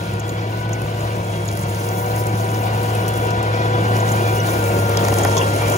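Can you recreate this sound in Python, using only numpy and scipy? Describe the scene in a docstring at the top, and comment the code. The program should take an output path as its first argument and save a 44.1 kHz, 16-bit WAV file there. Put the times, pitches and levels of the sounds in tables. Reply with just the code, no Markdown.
"""Stump grinder creeping closer

A petrol stump grinder comes closer from the left across wood chips in a yard, heard by a microphone pair.
Sines locked to the crank make the two-cylinder engine's drone and the whine of hydraulic pump and gears.
Shaped noise makes rumble, wheel roar, casing rattle and the hiss of chips and dust; jolts ring the panels.
Short bursts and struck modes place the chips on the guard, the lumps on steel and the teeth in the wood."""
import sys
import numpy as np
from scipy import signal
from scipy.fft import rfft, irfft, next_fast_len
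from scipy.io import wavfile
from scipy.ndimage import uniform_filter1d

SR = 44100
rng = np.random.default_rng(int(sys.argv[2]) if len(sys.argv) > 2 else 0)


def store_wav(level_fs):
    """Save 16-bit WAV to argv[1]."""
    pcm = np.round(np.clip(np.atleast_2d(level_fs), -1, 1) * 32767)
    wavfile.write(sys.argv[1], SR, pcm.T.astype(np.int16))


N = 254456


def gain_of(db):
    """Decibels to gain."""
    return 10 ** (np.asarray(db) / 20)


def evened(x):
    """Scales to rms 1."""
    return x / np.sqrt(np.mean(x ** 2) + 1e-20)


def curves(rows):
    """The columns of a timed table after its first, one value a sample."""
    s, *columns = np.transpose(rows)
    return [np.interp(np.arange(N) / SR, s, column) for column in columns]


def drift(top_hz):
    """Slow random wandering of about rms 1, low-passed at top_hz."""
    steps = rng.standard_normal(N // 64 + 2)  # one step every 64 samples
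    smooth = signal.lfilter(*signal.butter(2, top_hz, fs=SR / 64), steps)
    return np.interp(np.arange(N) / 64, np.arange(len(steps)), evened(smooth))


def noise(spectrum, patchy_db, flicker_db, size):
    """Two unrelated noises of one colour that share drifting patches and wide-band flicker."""
    frames = 4 * N // size + 5
    hz = np.fft.rfftfreq(size, 1 / SR)
    a, b, c, d, patches = rng.standard_normal((frames, len(hz), 5)).T
    patches = uniform_filter1d(patches, size=8, axis=0)
    patches = evened(uniform_filter1d(patches, size=8, axis=1))
    table_hz, table_db = np.transpose(spectrum)
    shape_db = np.interp(np.log(hz + 1), np.log(table_hz), table_db, right=-90)[:, None]
    flicker = flicker_db * rng.standard_normal(frames)
    bins = np.array([a + 1j * b, c + 1j * d]) * gain_of(shape_db + patchy_db * patches + flicker)
    return evened(signal.istft(bins, nperseg=size, noverlap=3 * size // 4)[1][:, :N])


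def tone(turns, multiple, db, waver_db, wobble, lag=0):
    """A sine locked to the crank, wavering in level and phase; db is rms, wobble and lag in radians."""
    phase = 2 * np.pi * (multiple * turns + rng.random()) + wobble * drift(10.2)
    return np.sqrt(2) * gain_of(db + waver_db * drift(15.4)) * np.sin(phase - lag)


def knocks(rows, decay, rise_s, tick_db, dull, ring):
    """A wide tick together with noise and a sine at a centre pitch for each blow; narrow ones ring longer."""
    out = np.zeros((2, N + 2048))
    t = np.arange(2048) / SR
    hz = np.fft.rfftfreq(2048, 1 / SR) + 1
    draws = rng.standard_normal((len(rows), 2, 2, 2048))
    for (start_s, level_db, centre_hz, octaves), (white, grit) in zip(rows, draws):
        band = 1 / (1 + (2 * np.log2(hz / centre_hz) / octaves) ** 4)
        t60 = decay[0] + decay[1] / octaves  # dull part s, ringing part s octaves
        crunch = evened(irfft(rfft(white) * band * (centre_hz / hz) ** dull))
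        struck = crunch + ring * np.sin(2 * np.pi * centre_hz * t)
        burst = struck * (1 - np.exp(-t / rise_s)) * gain_of(-60 * t / t60)
        bright = evened(np.diff(grit, prepend=0))  # differenced noise is bright
        tick = bright * gain_of(tick_db - 60 * t / 0.0095)
        out[:, round(start_s * SR):][:, :2048] += gain_of(level_db) * (burst + tick)
    return out[:, :N]


def nearing(start_db, share):
    """Level of a layer that follows a share of the approach, in dB."""
    # the machine creeps closer: start_s, rise_db (added in full at share 1)
    approach = [(0, 1), (.6, 1.5), (1.05, 3), (1.5, 2), (1.9, 3.5), (2.15, 4), (2.45, 4), (2.7, 5.5),
                (3.3, 7.5), (3.9, 9), (4.4, 9), (4.9, 9.5), (5.2, 12), (5.55, 10.5), (5.77, 12.5)]
    return start_db + share * curves(approach)[0]


def crank_turns():
    """Crank turns so far; the engine sags under load and the governor hunts."""
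    # crank speed: start_s, turns_per_s
    crank_speed = [(0, 52.6), (.3, 53.3), (.45, 53.6), (.56, 54.35), (.72, 54.7), (.83, 54.65), (.93, 53.6),
                   (1.11, 54.0), (1.28, 52.65), (1.68, 51.95), (2.0, 53.35), (2.12, 54.15), (2.31, 54.3),
                   (2.45, 54.0), (2.58, 54.1), (2.76, 53.7), (2.87, 53.9), (3.02, 53.55), (3.17, 53.9),
                   (3.32, 53.7), (3.45, 53.95), (3.57, 53.9), (3.7, 54.45), (4.05, 54.2), (4.5, 53.3),
                   (4.72, 52.1), (5.0, 52.08), (5.19, 51.6), (5.48, 51.95), (5.63, 52.4), (5.77, 52.3)]
    return np.cumsum(curves(crank_speed)[0]) / SR


def engine_rumble():
    """Low noise of the engine, swelling as the machine comes closer."""
    # colour of the rumble: pitch_hz, relative_density_db
    rumble_colour = [(16, -62), (30, -62), (44, -46), (57, -1.5), (85, -2.5), (140, 2), (190, 3),
                     (225, -16), (260, -28), (400, -44)]
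    level_db = nearing(start_db=-30.5, share=0.27) + 0.41 * drift(3.0)
    return gain_of(level_db) * noise(rumble_colour, patchy_db=0.0, flicker_db=1.0, size=4096)


def spray_and_dust():
    """Chips and dust hiss in gusts, grained by dense random ticks of uneven size."""
    # levels before the gusts and ticks: start_s, chip_spray_db, finest_dust_db
    spraying = [(0, -45.5, -49), (.45, -49.5, -50), (1.0, -44.5, -46), (1.45, -43.5, -48),
                (1.7, -39, -41.5), (2.05, -39.5, -34.5), (2.35, -41.5, -44), (2.6, -41, -39.5),
                (3.15, -40, -42), (3.4, -45.5, -49), (3.7, -46, -47.5), (3.95, -40.5, -42),
                (4.1, -38, -39.5), (4.5, -38, -37.5), (5.0, -36.5, -37.5), (5.3, -33, -40),
                (5.55, -34.5, -39), (5.77, -34, -36)]
    # colour of the chip spray: pitch_hz, relative_density_db
    spray_colour = [(2000, -25), (4000, -8), (5500, -5), (6600, 0), (7600, -3), (8400, -1), (9600, -2),
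                    (10800, -5), (12500, -12), (16000, -22)]
    # colour of the finest dust: pitch_hz, relative_density_db
    dust_colour = [(7000, -25), (10500, -7), (12500, -4), (15000, 0), (18000, 0)]
    ticks_per_s, tick_t60_s = 260, 0.0015
    spray_db, dust_db = np.array(curves(spraying)) + 1.8 * drift(11.0)
    sizes = gain_of(1.9 * np.minimum(rng.exponential(1, N), 3.5))
    ticks = sizes * (rng.random(N) < ticks_per_s / SR)
    grain = signal.oaconvolve(ticks, gain_of(-60 * np.arange(1000) / SR / tick_t60_s))[:N]
    chips = gain_of(spray_db) * noise(spray_colour, patchy_db=2.0, flicker_db=1.5, size=256)
    dust = gain_of(dust_db) * noise(dust_colour, patchy_db=1.0, flicker_db=1.2, size=256)
    return (1 + 0.3 * grain) * (chips + dust)


def guard_chips():
    """Chips strike the steel guard: bright, mostly noisy bursts that die in milliseconds."""
    # chips that hit the guard: start_s, level_db (before rise and decay), centre_hz, width_octaves
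    chip_hits = [(0.137, -24.5, 8900, 1.3), (0.1961, -19, 7960, 1.3), (0.2005, -27, 6540, 0.36),
                 (0.28, -26, 9000, 1.5), (0.2905, -27.5, 6900, 0.21), (0.294, -25, 3960, 0.73),
                 (0.6928, -22, 6370, 2.5), (0.73, -22.5, 6700, 0.27), (0.8181, -25, 9400, 0.86),
                 (1.0064, -32, 7100, 0.23), (1.4561, -25, 9500, 0.97), (1.4793, -25.5, 6870, 0.19),
                 (1.487, -19, 4400, 1), (1.5144, -21, 7800, 1.2), (1.5255, -23, 6470, 1.3),
                 (1.5332, -23, 9500, 1.2), (1.553, -26, 10000, 1), (1.5728, -14, 9000, 2.3),
                 (1.592, -20, 7345, 1.5), (1.612, -27, 10000, .6), (1.6339, -27, 7200, 0.62),
                 (1.7469, -23, 6410, 1.1), (1.8883, -18.5, 6948, 1.2), (1.9849, -26, 10900, 1),
                 (2.0607, -25, 6750, .6), (2.1617, -20, 8450, 0.87), (2.2378, -25, 8400, 0.7),
                 (2.2679, -17, 8100, 1), (2.5161, -20, 10000, 1.6), (2.543, -26.5, 5600, 0.41),
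                 (2.8303, -22, 9160, 1.1), (2.9313, -30, 7600, 1.5), (2.9509, -20, 9800, 0.65),
                 (3.0614, -25, 6280, 1), (3.0809, -11, 9200, 2.3), (3.0885, -17, 10300, 1.3),
                 (3.1373, -23, 10800, 1), (3.174, -22, 10800, .9), (3.269, -21, 9000, 2),
                 (3.3056, -17.5, 8000, 2.2), (3.308, -29, 5670, 0.42), (3.4287, -21, 8800, 1.2),
                 (3.9661, -18, 5770, 1.6), (4.0018, -27, 6700, 0.27), (4.088, -22, 6430, 0.45),
                 (4.1187, -20, 6760, 0.27), (4.4004, -27.5, 5900, 0.22), (4.4707, -20, 7140, 0.96),
                 (4.5171, -21, 10300, 1), (4.6397, -16.5, 7400, 1.2), (4.8949, -16, 10000, 1.3),
                 (4.9714, -7.5, 6170, 1.1), (5.0399, -23, 6630, 0.32), (5.0491, -12, 6900, 2),
                 (5.0838, -8.5, 5086, 2.3), (5.1254, -17, 5070, 1.7), (5.1404, -9.5, 5900, 2),
                 (5.1853, -9, 7700, 1), (5.1933, -17, 5570, 1.7), (5.2332, -17.5, 6860, 0.35),
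                 (5.2491, -8.5, 5330, 2.4), (5.3138, -32, 5600, .4), (5.3546, -27, 6600, 0.29),
                 (5.3679, -12, 5200, 0.71), (5.3735, -19, 5000, 0.77), (5.3784, -13.5, 6400, 0.3),
                 (5.385, -19, 5000, 0.52), (5.4241, -21, 9640, 1), (5.475, -34, 6010, .5),
                 (5.562, -15, 8860, 1.2), (5.683, -19, 6040, 1.3), (5.6983, -11, 8800, 1.7),
                 (5.7209, -20, 6940, 0.43), (5.761, -23, 6800, 0.35)]
    return knocks(chip_hits, (0.0045, 0.0088), rise_s=0.0013, tick_db=-7.5, dull=.3, ring=.2)


def steel_lumps():
    """Lumps knock the steel, which rings strongly at each centre pitch; spread about straight ahead."""
    # lumps: start_s, level_db (before rise, decay and the port mix), centre_hz, width_octaves
    lump_hits = [(4.972, -22, 3300, .7), (5.368, -21.5, 3380, 0.22), (5.368, -17, 1017, 0.16),
                 (5.378, -35, 3440, 0.23), (5.388, -21, 1030, 0.13), (5.412, -21, 2750, 0.33),
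                 (5.63, -27, 2300, 0.26)]
    middle, side = knocks(lump_hits, (0.013, 0.034), rise_s=0.00069, tick_db=-32, dull=0.45, ring=1.0)
    return 0.45 * middle + 0.34 * side * np.array([[1], [-1]])


def tooth_bites():
    """Each tooth pushes the stump for a moment and its dull modes thud; short contact is brighter."""
    # teeth biting solid wood: start_s, peak_db (mean of the ports), contact_ms, right_over_left_db
    bites = [(4.789, -10, 0.79, 5), (5.0845, -12.5, 0.2, 9), (5.1193, -15, .9, -5), (5.1266, -7, 0.59, 1),
             (5.1301, -9, .9, 0.3), (5.2212, -12, 0.73, 0), (5.2256, -18, .7, 1.5), (5.2499, -6, 0.37, 3.5),
             (5.2526, -7, 0.34, -2), (5.2565, -12, 0.28, 3.5), (5.621, -12, 0.54, 1.5)]
    # modes of the stump: pitch_hz (before 2 % spread), level_db (before spread and push), t60_s
    stump_modes = [(200, -2, 0.034), (403, -1, 0.027), (730, 4, 0.014), (1000, -1.5, 0.03), (1390, -3, .02),
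                   (1910, -1, 0.011), (2400, -19, .009)]
    out = np.zeros((2, N + 2048))
    t = np.arange(2048) / SR
    hz, mode_db, t60 = np.transpose(stump_modes)[:, :, None]
    signs = (-1) ** np.arange(len(stump_modes))[:, None]
    spreads = rng.standard_normal((len(bites), 2, len(stump_modes), 1))  # own draw at each port
    for (start_s, peak_db, contact_ms, right_db), spread in zip(bites, spreads):
        fading = gain_of(mode_db + 1.1 * spread - 60 * t / t60)
        rings = fading * np.sin(2 * np.pi * hz * (1 + .02 * spread) * t) * signs
        push = np.sin(np.pi * np.minimum(1000 * t[:128] / contact_ms, 1))  # half a sine, then none
        thud = signal.lfilter(push, 1, rings.sum(1))
        port_db = peak_db + right_db * np.array([[-.5], [.5]])
        out[:, round(start_s * SR):][:, :2048] += gain_of(port_db) * thud / abs(thud).max()
    return out[:, :N]


def steel_panels():
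    """Uneven jolts set the steel panels fluttering, each at its own pitch."""
    # panel modes: pitch_hz, rms_db (before the approach), t60_s
    panel_modes = [(354.2, -39, .09), (667, -37.5, 0.091), (1537, -46, 0.055), (1760, -54, .045),
                   (1984, -50, 0.05), (2153, -50.5, 0.048), (2293, -48, 0.051), (2560, -51.5, 0.039),
                   (2781, -49.5, 0.043), (3150, -55.5, 0.038)]
    jolts_per_s, jolt_spread_db, rise_s = 140, 3, 0.0044
    t = np.arange(4096) / SR
    out = np.zeros((2, N))
    for hz, rms_db, t60 in panel_modes:
        strengths = gain_of(jolt_spread_db * np.minimum(rng.exponential(1, (2, N)), 4))
        jolts = strengths * (rng.random((2, N)) < jolts_per_s / SR)
        ring = np.minimum(t / rise_s, 1) * gain_of(-60 * t / t60) * np.sin(2 * np.pi * hz * t)
        out += gain_of(rms_db) * evened(signal.oaconvolve(jolts, ring[None], axes=1)[:, :N])
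    return gain_of(nearing(0, 0.53)) * out


def drive_tones(turns):
    """Cooling fan blades and gear teeth pass at fixed multiples of the crank speed."""
    # the drive's tones come and go: start_s, fan_blade_db (before a 1 dB lift), gear_mesh_db
    drive = [(0.0, -43, -45), (.5, -49, -37), (0.9, -40, -43), (1.2, -37, -50), (1.7, -43, -57),
             (1.9, -38, -29.5), (2.2, -35, -33), (2.5, -48, -30), (3.9, -54, -31.5), (4.35, -41, -31.5),
             (4.55, -38, -39), (4.7, -30.5, -36), (5.15, -31, -39), (5.5, -31.5, -50), (5.77, -31.5, -42)]
    blades, mesh = 11, 14.125  # per crank turn
    fan_db, gear_db = curves(drive)
    gears = tone(turns, mesh, gear_db, 1.2, .25)
    gears += gain_of(-12) * tone(turns, 2 * mesh, gear_db, 2.0, .9)
    return gears + tone(turns, blades, fan_db + 1, .8, .12)


def hydraulic_pump(turns):
    """Nine pistons whine on harmonics of their rate; a reflection shifts the 3rd between the ports."""
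    # low harmonics: start_s, first_db (before a 0.7 dB lift), second_db
    low_harmonics = [(0, -40.5, -35), (.36, -34.5, -41), (.6, -39, -33), (.9, -36, -39), (1.1, -35, -33.5),
                     (1.5, -38.5, -39), (1.9, -34, -33), (2.2, -31, -30.5), (2.5, -34, -31),
                     (2.9, -32, -34), (3.2, -30.5, -29.5), (3.8, -29, -30.5), (4.0, -31.5, -31.5),
                     (4.3, -31, -31.5), (4.52, -35, -28.5), (4.7, -28, -31), (4.85, -29.5, -28.5),
                     (5.04, -25, -28), (5.2, -38, -41), (5.4, -27, -26), (5.55, -38, -34),
                     (5.77, -31.5, -32)]
    # 3rd harmonic: start_s, left_db, extra_left_over_right_db, extra_left_lead_radians
    third_harmonic = [(0, -38, -2, 1.4), (.4, -42.5, -3, 0.7), (.47, -46, -2, .2), (.49, -49, 4, .8),
                      (.53, -38, 0, 1.5), (.62, -36.5, 3, 1.7), (.83, -37.5, 1, 1.3), (.9, -40, 5, 0.37),
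                      (1.7, -40, -2, 0.34), (1.85, -38.5, 0, 1.07), (2.3, -34.5, 1, 0.34),
                      (2.7, -34.5, 5.5, 0.46), (3.3, -30, 2, 0.073), (4.3, -28.5, -2.5, 0.2),
                      (4.7, -27.5, 8, 0.52), (5.1, -31, 3, 1.04), (5.3, -32, -3, 0.96),
                      (5.45, -29, -1, 0.59), (5.77, -29.5, 2, 0.72)]
    # upper harmonics, before a 2.5 dB cut: start_s, fourth_db, fifth_db, sixth_db, seventh_db
    high_harmonics = [(0, -58, -56, -61, -49), (.36, -45, -48, -55, -46), (.54, -60, -58, -57, -51),
                      (.8, -47, -62, -48, -54), (1.1, -47, -53, -50.5, -62), (1.3, -60, -61, -56, -43),
                      (1.5, -66, -49, -55, -46), (1.7, -62, -63, -52, -50), (2.0, -57, -63, -50, -46),
                      (2.25, -59, -51, -64, -65), (2.45, -55, -51, -45.5, -57), (2.75, -56, -46, -46, -51),
                      (3.06, -48, -57, -42, -45), (3.3, -42, -52, -52, -41), (3.5, -47, -43, -53, -52),
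                      (3.62, -38, -43, -48, -45), (3.78, -50, -46, -47, -42), (3.96, -40, -45, -40.5, -48),
                      (4.1, -40, -44, -44, -58), (4.3, -60, -36.5, -47, -40), (4.4, -60, -53, -36, -50),
                      (4.52, -43, -38, -52, -47), (4.68, -57, -48, -63, -54), (4.86, -41, -57, -45, -50),
                      (5.04, -36, -51, -58, -49), (5.22, -45, -40, -68, -40), (5.4, -38, -47, -41, -37),
                      (5.52, -43, -49, -48, -42), (5.62, -52, -35, -54, -45), (5.77, -45, -40, -44, -39)]
    pistons = 9  # per crank turn
    first_db, second_db = curves(low_harmonics)
    third_db, over_db, lead = curves(third_harmonic)
    right = np.array([[0], [1]])
    low = tone(turns, pistons, first_db + .7, .7, .12) + tone(turns, 2 * pistons, second_db, 1.4, .35)
    whine = tone(turns, 3 * pistons, third_db - right * over_db, 1.0, .3, right * lead)
    for harmonic, db in enumerate(curves(high_harmonics), start=4):
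        whine = whine + tone(turns, pistons * harmonic, db - 2.5, 2.2, .8)
    return low + whine


def exhaust(turns):
    """The two-cylinder drone: a note at about twice the crank speed, with further crank multiples."""
    # the exhaust note: start_s, rms_db
    exhaust_note = [(0, -27), (.3, -25), (.6, -24.5), (1.05, -25), (1.2, -24), (1.35, -25), (1.8, -24),
                    (1.98, -25), (2.25, -21), (2.55, -22), (2.75, -21.5), (3.4, -22), (3.9, -19),
                    (4.35, -20), (4.5, -22), (5.25, -20), (5.45, -22), (5.77, -21)]
    # further orders: crank_multiple, level_db (relative to the exhaust note)
    exhaust_orders = [(4, -18), (6, -18), (7, -20), (10, -23), (13, -22)]
    note_db = curves(exhaust_note)[0]
    drone = tone(turns, 1.999, note_db, 0.35, 0.019)
    for multiple, db in exhaust_orders:
        drone = drone + tone(turns, multiple, note_db + db, 1.2, 0.2)
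    return drone


def wheel_and_casing(turns):
    """The wheel's roar pulses unevenly each turn, the casing rattle throbs with the firing."""
    # colour of the wheel's roar: pitch_hz, relative_density_db
    roar_colour = [(120, -46), (230, -5), (340, -3.5), (420, -3), (500, 0.5), (620, -4), (720, 3),
                   (790, -2.5), (860, -5.5), (990, -3), (1100, -7.5), (1300, -12.5), (2200, -22)]
    # colour of the casing rattle: pitch_hz, relative_density_db
    rattle_colour = [(700, -30), (1200, -0.5), (1700, -2.5), (2100, -8.5), (2290, -4), (2500, -6.5),
                     (2790, -7.5), (3050, -5.5), (4000, -7.5), (5500, -14.5), (8000, -19.5)]
    throb = 1 + 0.033 * np.cos(2 * np.pi * 2 * turns) + 0.027 * np.cos(2 * np.pi * turns)
    chug = 1 + 0.075 * np.cos(2 * np.pi * turns + 2.5 * drift(6.2))
    roar_db = nearing(start_db=-31.5, share=0.93) + .5 * drift(16.0)
    roar = gain_of(roar_db) * noise(roar_colour, patchy_db=1.5, flicker_db=0.65, size=1024)
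    rattle_db = nearing(start_db=-39.5, share=0.63) + 0.89 * drift(5.0)
    rattle = gain_of(rattle_db) * noise(rattle_colour, patchy_db=1.5, flicker_db=0.04, size=512)
    shudder = gain_of(0.75 * drift(45.))  # the frame shakes both together
    return shudder * (chug * roar + throb * rattle)


def microphones(tones, noises):
    """The right port hears the left one's sound turned in phase, partly swapped for unrelated sound."""
    # microphone pair: pitch_hz, left_lead_radians, left_over_right_db, likeness (0 to 1, of the noises)
    pair = [(0, 0, 0, .98), (110, .1, .3, .98), (220, .3, .1, .97), (450, 1.0, .3, .95), (700, 1.6, 4, .8),
            (980, 2.2, 5, .75), (1400, 3.1, 1, .7), (2700, 6, .5, .4), (4100, 9.4, 0, .25),
            (5000, 12, -1, .25), (5700, 13.2, -2.5, .4), (6500, 12.2, 1.2, .75), (7400, 10.9, 0, .8),
            (8500, 9.42, 0, .97), (10900, 6.28, 0, .85), (13300, 3.14, 0, .95), (15700, 0, 0, .8)]
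    size = next_fast_len(N + 2048)
    pair_hz, *columns = np.transpose(pair)
    hz = np.fft.rfftfreq(size, 1 / SR)
    lead, over_db, like = (np.interp(hz, pair_hz, column) for column in columns)
    left_tones, right_tones = rfft(tones, size)
    common, unrelated = rfft(noises, size)
    right = right_tones + like * common + np.sqrt(1 - like ** 2) * unrelated
    right = right * gain_of(-over_db) * np.exp(-1j * lead)
    return irfft(np.array([left_tones + common, right]), size)[:, :N]


def scene():
    """The machine at the two microphone ports; lumps and bites reach both ports together."""
    turns = crank_turns()
    noises = engine_rumble() + spray_and_dust() + guard_chips() + steel_panels() + wheel_and_casing(turns)
    tones = drive_tones(turns) + hydraulic_pump(turns) + exhaust(turns)
    return microphones(tones, noises) + steel_lumps() + tooth_bites()


def record(dry):
    """The band limit: a steep low-pass."""
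    edge_hz = 15760
    low_pass = signal.firwin(1023, edge_hz, window=("kaiser", 9), fs=SR)
    return signal.oaconvolve(dry, low_pass[None], "same")


dry = scene()
out = record(dry)
store_wav(out)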